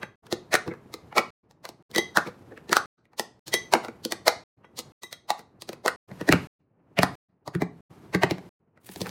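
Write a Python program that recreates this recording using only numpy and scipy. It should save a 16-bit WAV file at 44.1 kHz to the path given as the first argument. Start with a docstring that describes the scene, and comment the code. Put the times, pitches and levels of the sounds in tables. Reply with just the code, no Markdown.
"""Small hard kitchen, close to a phone microphone: hands press and turn latching plastic lids on glass food
boxes on a wooden counter and snap the latches; boxes are stacked in a fridge drawer, foil pouches crinkle.
Blows are decaying modes driven by a tick; a noisy swell leads into each tick and dies after it. Skin and room
are filtered noise, foil is random snaps. Sparse echoes add the kitchen. Short edited shots, silence between."""
import sys
import numpy as np
from scipy import signal
from scipy.io import wavfile
from scipy.ndimage import uniform_filter1d

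SR = 44100
rng = np.random.default_rng(int(sys.argv[2]) if len(sys.argv) > 2 else 0)


def waveform_to_disk(signal):
    """Save audio, clipped to [-1, 1], as 16-bit WAV at the path in sys.argv[1]."""
    frames = np.transpose(np.atleast_2d(signal))
    scaled = np.clip(frames, -1, 1) * 32767
    samples = np.round(scaled).astype(np.int16)
    wavfile.write(sys.argv[1], SR, samples)


N = 401310

# edited shots: start_s, end_s, background_start_db, background_end_db
SHOTS = [(0, 0.157, -50, -60), (0.222, 1.305, -54, -52), (1.427, 1.825, -65, -56.5),
         (1.891, 2.859, -51.5, -52.5), (2.971, 3.394, -71.5, -58.5), (3.455, 4.437, -50, -54.5),
         (4.564, 4.921, -61, -51.5), (5.009, 5.961, -65.5, -54), (6.074, 6.472, -49.5, -47),
         (6.588, 7.154, -74.5, -47.5), (7.282, 7.808, -72, -53), (7.894, 8.492, -51, -50.5),
         (8.59, 9.108, -72.5, -45.5)]
# room rumble spectrum: freq_hz, density_db_per_hz
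RUMBLE_SPECTRUM = [(18, -35.5), (30, -1), (127, -3), (177, -6.5), (286, -10.5), (389, -10.5), (500, -15.5),
                   (1000, -22), (3000, -43), (3900, -77), (6600, -120)]
# skin-on-plastic hiss spectrum: freq_hz, density_db_per_hz
RUBBING_SPECTRUM = [(400, -22.5), (800, 0), (1500, -8), (3000, -13), (8000, -21), (13000, -22.5),
                    (16000, -34)]
# kitchen decay: freq_hz, t60_s
KITCHEN_DECAY = [(150, 0.47), (500, 0.26), (1500, 0.27), (4000, 0.31), (9000, 0.27), (15000, 0.06)]
# wall reflection spectrum: freq_hz, gain_db
WALL_SPECTRUM = [(100, -5.5), (1000, 0), (4000, -6), (10000, -7.5), (16000, -1.5)]
# foil pouches: time_s, crinkle_db
POUCH_LEVELS = [(8.8, -83.5), (8.854, -56), (9.024, -49.5), (9.034, -53), (9.1, -53)]
# foil snap spectrum: freq_hz, gain_db
FOIL_SPECTRUM = [(500, 0), (2500, 15.5), (6000, 9.5), (10000, 14.5), (15000, 12.5)]
# blows that ring the bare glass: time_s, level_db, tilt_db_per_octave
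GLASS_CLINKS = [(0.0273, -35, -1.5), (0.3237, -37.5, -0.5), (1.96, -17.5, -8), (1.9815, -13.5, -1.5),
                (3.1951, -35, 10), (3.5404, -13, -1.5), (4.6486, -57, -5), (5.038, -32.5, -0.5),
                (5.1266, -33, -0.5)]
# glass box modes: freq_hz, level_db, t60_s
GLASS_MODES = [(2000, 0, .07), (3250, -7, .07), (3840, -6, .07), (5420, -13, .06), (6160, -11, .09),
               (8380, -13, .05), (10020, -16, .05), (12750, -22, .05), (14600, -16, .04)]
# boxes and pouches set down in the drawer: time_s, knock_db, thud_re_knock_db, snap_re_knock_db
DRAWER_BLOWS = [(6.115, -28.5, -3.5, -18.5), (6.212, -23, 0.5, -8.5), (6.29, -8, 1, -7),
                (6.325, -2.5, -9, -1.5), (6.335, -15.5, 4.5, -17.5), (6.989, -7.5, -3, -6.5),
                (7.032, -1, -11, -7.5), (7.477, -22.5, -7, -7.5), (7.551, -24, 6, -6.5),
                (7.62, -15, 4, -10), (8.148, -9.5, -2, -9.5), (8.234, -5, -8, -8.5), (8.31, -14, -2, -6.5),
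                (8.383, -31.5, -12, -12), (8.775, -47.5, -13, -10), (8.891, -34.5, -1.5, -1),
                (8.96, -31, -2, 1.5), (9.007, -32, 6.5, 5), (9.016, -21.5, 1, 3.5), (9.06, -25.5, -19, -10),
                (9.068, -25.5, -6, -9), (9.093, -30, -12, 1)]
# plastic drawer, low modes: freq_hz, level_db, t60_s
DRAWER_LOW_MODES = [(96, -1.5, 0.021), (134.2, -3, 0.04), (184.3, -8.5, 0.18), (252.7, -4, 0.032),
                    (310, -2.5, 0.045), (411.5, -1.5, 0.044)]
# plastic drawer, high modes: freq_hz, level_db, t60_s
DRAWER_HIGH_MODES = [(594, -7, 0.01), (816, -26.5, 0.026), (1029, -7.5, 0.0062), (1630, -12, 0.0074),
                     (1960, -12, 0.013), (2270, -5.5, 0.003), (3370, -11, 0.00092)]
# lids, latches and boxes on the counter: time_s, knock_db, thud_re_knock_db, snap_re_knock_db
COUNTER_BLOWS = [(0.031, -22.5, -10, -11), (0.267, -44, -5, 5.5), (0.326, -15, -2.5, 2.5),
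                 (0.553, -5, -29, -4.5), (0.714, -34, 5.5, -32), (0.738, -34.5, -7, -12),
                 (0.94, -30.5, -1, 8), (1.126, -31.5, -17, -16), (1.166, -18, -16.5, -7.5),
                 (1.511, -44.5, -31, 1), (1.653, -26, -57, 0), (1.69, -28.5, -12.5, 2),
                 (1.914, -49, -1, 12.5), (1.949, -27.5, -16.5, 5.5), (1.961, -23.5, 5.5, 13),
                 (1.982, -12, -6.5, 2.5), (2.172, -0.5, -19, -6.5), (2.182, -13.5, -27, -20.5),
                 (2.576, -34, -9, -11.5), (2.694, -33.5, 5, 3.5), (2.718, -23.5, 4, -1),
                 (2.729, -4, -19, -2.5), (2.768, -1.5, -38.5, -5.5), (3.054, -54, -11, -8),
                 (3.133, -45.5, -11.5, -12), (3.196, -14.5, -11.5, 3), (3.54, -13.5, -8, 8),
                 (3.737, -1, -14, -2), (3.752, -12, -6.5, -19), (3.884, -27.5, -2.5, -9.5),
                 (4.051, -30, 9, 16.5), (4.122, -17, -12, 5), (4.28, 0.5, -35.5, -2.5),
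                 (4.645, -43.5, -12, -22), (5.034, -35, -7, 9.5), (5.128, -31, -45, 7.5),
                 (5.304, -9.5, -25.5, -4.5), (5.621, -36, -2.5, 13), (5.691, -27.5, 1, 4),
                 (5.731, -30.5, -2.5, 0), (5.861, -8.5, -32, -7), (5.88, -8.5, -29.5, -2)]
# blows in a longer, noisier burst: time_s, knock_db, thud_re_knock_db, snap_re_knock_db, extra_swell_db
NOISY_BLOWS = [(0.541, -6.5, -9, -4, 5), (0.678, -31, 6, -4, 7.5), (1.181, -4.5, -17.5, -6.5, 6),
               (2.273, -30.5, 1.5, -5, 12), (2.521, -43.5, 5.5, -27.5, 5.5), (3.48, -37.5, -5, 11.5, 10.5),
               (3.848, -24, -20, -6, 7.5), (4.79, -26.5, -9.5, 7, 8), (5.393, -42, -0.5, 5, 10)]
# closed box with lid, low modes: freq_hz, level_db, t60_s
BOX_LOW_MODES = [(221, -1, 0.057), (334, 5.5, 0.049), (444, 7, 0.033), (520, 4, 0.032)]
# closed box with lid, high modes: freq_hz, level_db, t60_s
BOX_HIGH_MODES = [(609, -3.5, 0.0071), (810, -11.5, 0.015), (1000, -0.5, 0.0038), (1210.5, -9, 0.018),
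                  (1435, -10.5, 0.0032), (1880, -4.5, 0.019), (2384, -12, 0.019), (3240, -12, 0.002)]
# hard plastic snap spectrum: freq_hz, gain_db
SNAP_SPECTRUM = [(1500, -13), (2800, 5), (4100, 14.5), (5500, 10), (8000, 3.5), (12000, 0), (15500, -4)]

# hiss level at the usual background level, and its slope against background
USUAL_BACKGROUND_DB, RUBBING_DB, RUBBING_DB_PER_DB = -51.5, -66.5, 2.6
KITCHEN_DB = -15
# a heavier blow brightens the knock
TILT_DB_PER_OCTAVE, TILT_PER_THUD_DB = -2.5, 0.13
# the weaker the snap, the stronger the noisy swell
SWELL_DB, SWELL_PER_SNAP_DB = -4, -.15
LEAD_S = .04  # noise before the tick
THUD_LAG_S = .003  # the heavy body answers after the tick
FADE_S, EDGE_HZ = 0.014, 16450


def amp(db):
    """Decibels to gain."""
    return 10 ** (np.asarray(db) / 20)


def evened(x):
    """Scales to rms 1."""
    return x / np.sqrt(np.mean(x ** 2) + 1e-20)


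def peaked(x):
    """Scales to peak 1."""
    return x / (abs(x).max() + 1e-20)


def read(points, hz):
    """Interpolates a table on a log-frequency axis."""
    table_hz, value = np.transpose(points)
    return np.interp(np.log(hz + 1), np.log(table_hz + 1), value)


def add(mix, time_s, sound):
    """Mixes a sound in at time_s, cropped to the mix."""
    at = round(time_s * SR)
    part = mix[max(at, 0):][:len(sound) + min(at, 0)]
    part += sound[max(-at, 0):][:len(part)]


def coloured(x, points):
    """Causal minimum-phase filter with the given dB spectrum."""
    gain_db = np.maximum(read(points, abs(np.fft.fftfreq(4096, 1 / SR))), -100)
    log_gain = np.log(amp(gain_db))
    taps = np.fft.ifft(np.exp(signal.hilbert(log_gain).conj())).real[:2048]
    return signal.oaconvolve(x, taps)[:len(x)]


def background():
    """Low room rumble and lumpy hiss of skin on plastic, drifting in level over each shot."""
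    shots = np.array(SHOTS)
    level_db = np.interp(np.arange(N) / SR, shots[:, :2].ravel(), shots[:, 2:].ravel())
    lumps = evened(uniform_filter1d(rng.standard_normal((2, N)), 900))
    rumble = evened(coloured(rng.standard_normal(N), RUMBLE_SPECTRUM)) * amp(1.6 * lumps[0])
    rubbing = evened(coloured(rng.standard_normal(N), RUBBING_SPECTRUM)) * amp(1.2 * lumps[1])
    # the hiss follows the background more steeply
    rubbing_db = RUBBING_DB + RUBBING_DB_PER_DB * (level_db - USUAL_BACKGROUND_DB)
    return amp(level_db) * rumble + amp(rubbing_db) * rubbing


def kitchen(x):
    """Sparse reflections of random sign, each band dying at its own speed."""
    taps = np.zeros(SR)
    at = np.arange(120, SR - 20, 20)
    taps[at + rng.integers(0, 20, len(at))] = rng.choice([-1., 1.], len(at))
    hz, t, bands = signal.stft(taps, SR, nperseg=256)
    decay = amp(-60 * t / read(KITCHEN_DECAY, hz)[:, None])
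    tail = signal.istft(bands * decay, SR, nperseg=256)[1]
    tail = coloured(tail, WALL_SPECTRUM)
    return signal.fftconvolve(x, tail / np.linalg.norm(tail))[:N]


def pouches():
    """Foil buckles in many tiny snaps of unequal size, coming in clumps."""
    time_s, crinkle_db = np.transpose(POUCH_LEVELS)
    t = np.arange(time_s[0], time_s[-1], 1 / SR)
    clumps = evened(uniform_filter1d(rng.standard_normal(len(t)), 400))
    fires = rng.random(len(t)) < 15000. / SR  # 15000 snaps per second
    snaps = fires * rng.standard_normal(len(t)) * amp(1.2 * rng.exponential(1, len(t)))
    crinkle = coloured(snaps * amp(3.5 * clumps), FOIL_SPECTRUM)
    mix = np.zeros(N)
    add(mix, time_s[0], amp(np.interp(t, time_s, crinkle_db)) * evened(crinkle))
    return mix


def ring(modes, detune, place_db, size=12000):
    """Decaying sines; the place of the blow shifts, weights and may flip each mode."""
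    hz, db, t60_s = np.transpose(modes)[:, :, None]
    shift, weight, side = rng.standard_normal((3, len(modes), 1))
    t = np.arange(size) / SR
    swing = np.sign(side) * np.sin(2 * np.pi * hz * (1 + detune * shift) * t)
    return (amp(db + place_db * weight - 60 * t / t60_s) * swing).sum(0)


def tick(swell_db, ragged_db, ragged_ms=1.0, spread_ms=10.3, size=5000):
    """A tick with a ragged end; a noisy swell leads into it and dies after it, longer when strong."""
    ms = 1000 * (np.arange(size) / SR - round(LEAD_S * SR) / SR)
    grit = rng.standard_normal(size) * amp(5.0 * rng.standard_normal(size))
    width_ms = spread_ms * amp(.25 * swell_db)
    swell = grit * np.exp(-(ms / width_ms) ** 2 / 2)
    swell = amp(swell_db) * swell / np.linalg.norm(swell)
    ragged = grit * np.exp(-abs(ms) / ragged_ms) * (ms > 0)
    ragged = amp(ragged_db) * ragged / np.linalg.norm(ragged)
    return (ms == 0) + ragged + swell


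def clink(tilt_db):
    """A harder blow favours high glass modes; weak, slower neighbours of each leave a rough shimmer."""
    modes = [(hz, db + tilt_db * np.log2(hz / GLASS_MODES[0][0]), t60_s) for hz, db, t60_s in GLASS_MODES]
    neighbours = 5 * [(hz, db - 16, 3.1 * t60_s) for hz, db, t60_s in modes]  # five copies, each detuned
    shimmer = ring(neighbours, detune=.012, place_db=1.5)
    blow = tick(-2.0, ragged_db=-20.5)
    return peaked(signal.fftconvolve(blow, ring(modes, detune=0.0015, place_db=0.0) + shimmer))


def hit(knock_db, thud_db, snap_db, low_modes, high_modes, extra_swell_db=0):
    """A tick drives low modes, crowded high modes and a bare plastic snap; low modes get the least noise."""
    tilt_db = TILT_DB_PER_OCTAVE + TILT_PER_THUD_DB * thud_db
    swell_db = SWELL_DB + SWELL_PER_SNAP_DB * snap_db + extra_swell_db
    low_drive, high_drive, snap_drive = (np.pad(tick(swell_db + more_db, ragged_db), (0, 7000))
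                                         for more_db, ragged_db in [(-4.0, -16.0), (0.5, -1.0), (2.0, 2.0)])

    body = ring(low_modes, detune=0.028, place_db=2.0)
    thud = peaked(signal.fftconvolve(low_drive, body)[:len(low_drive)])
    thud = np.roll(thud, round(THUD_LAG_S * SR))

    tilted = [(hz, db + tilt_db * np.log2(hz / 1200.), t60_s) for hz, db, t60_s in high_modes]
    panels = ring(10 * tilted, detune=0.1, place_db=1.5, size=3000)  # ten detuned copies of each mode
    knock = peaked(signal.fftconvolve(high_drive, panels)[:len(high_drive)])
    # small panels radiate little bass
    knock = signal.sosfilt(signal.butter(2, 450., "high", fs=SR, output="sos"), knock)

    snap = peaked(coloured(snap_drive, SNAP_SPECTRUM))
    return amp(knock_db) * (knock + amp(thud_db) * thud + amp(snap_db) * snap)


def boxes():
    """Every blow on the counter and in the drawer, and the ringing glass."""
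    mix = np.zeros(N)
    for time_s, *blow in COUNTER_BLOWS:
        add(mix, time_s - LEAD_S, hit(*blow, BOX_LOW_MODES, BOX_HIGH_MODES))
    for time_s, *blow, extra_swell_db in NOISY_BLOWS:
        add(mix, time_s - LEAD_S, hit(*blow, BOX_LOW_MODES, BOX_HIGH_MODES, extra_swell_db))
    for time_s, *blow in DRAWER_BLOWS:
        add(mix, time_s - LEAD_S, hit(*blow, DRAWER_LOW_MODES, DRAWER_HIGH_MODES))
    for time_s, level_db, tilt_db in GLASS_CLINKS:
        add(mix, time_s - LEAD_S, amp(level_db) * clink(tilt_db))
    return mix


def scene():
    """Near sources, their reflections and the background."""
    near = boxes() + pouches()
    return (near + amp(KITCHEN_DB) * kitchen(near) + background())[None]


def record(dry):
    """Microphone bass cut, shot edits, rounded peaks, band limit."""
    t = np.arange(N) / SR
    heard = signal.sosfilt(signal.butter(3, 100., "high", fs=SR, output="sos"), dry)
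    edit = (t < SHOTS[0][1]) * 1.  # the first shot has no fade-in
    for start_s, end_s, *_ in SHOTS[1:]:
        edit += np.clip((t - start_s) / FADE_S, 0, 1) ** 2 * (t < end_s)  # quick fade-in, hard cut
    rounded = 0.96 * np.tanh(heard / 0.8)
    lowpass = signal.firwin(1023, EDGE_HZ, window=("kaiser", 9), fs=SR)
    return signal.oaconvolve(rounded * edit, lowpass[None], "same")


dry = scene()
out = record(dry)
waveform_to_disk(out)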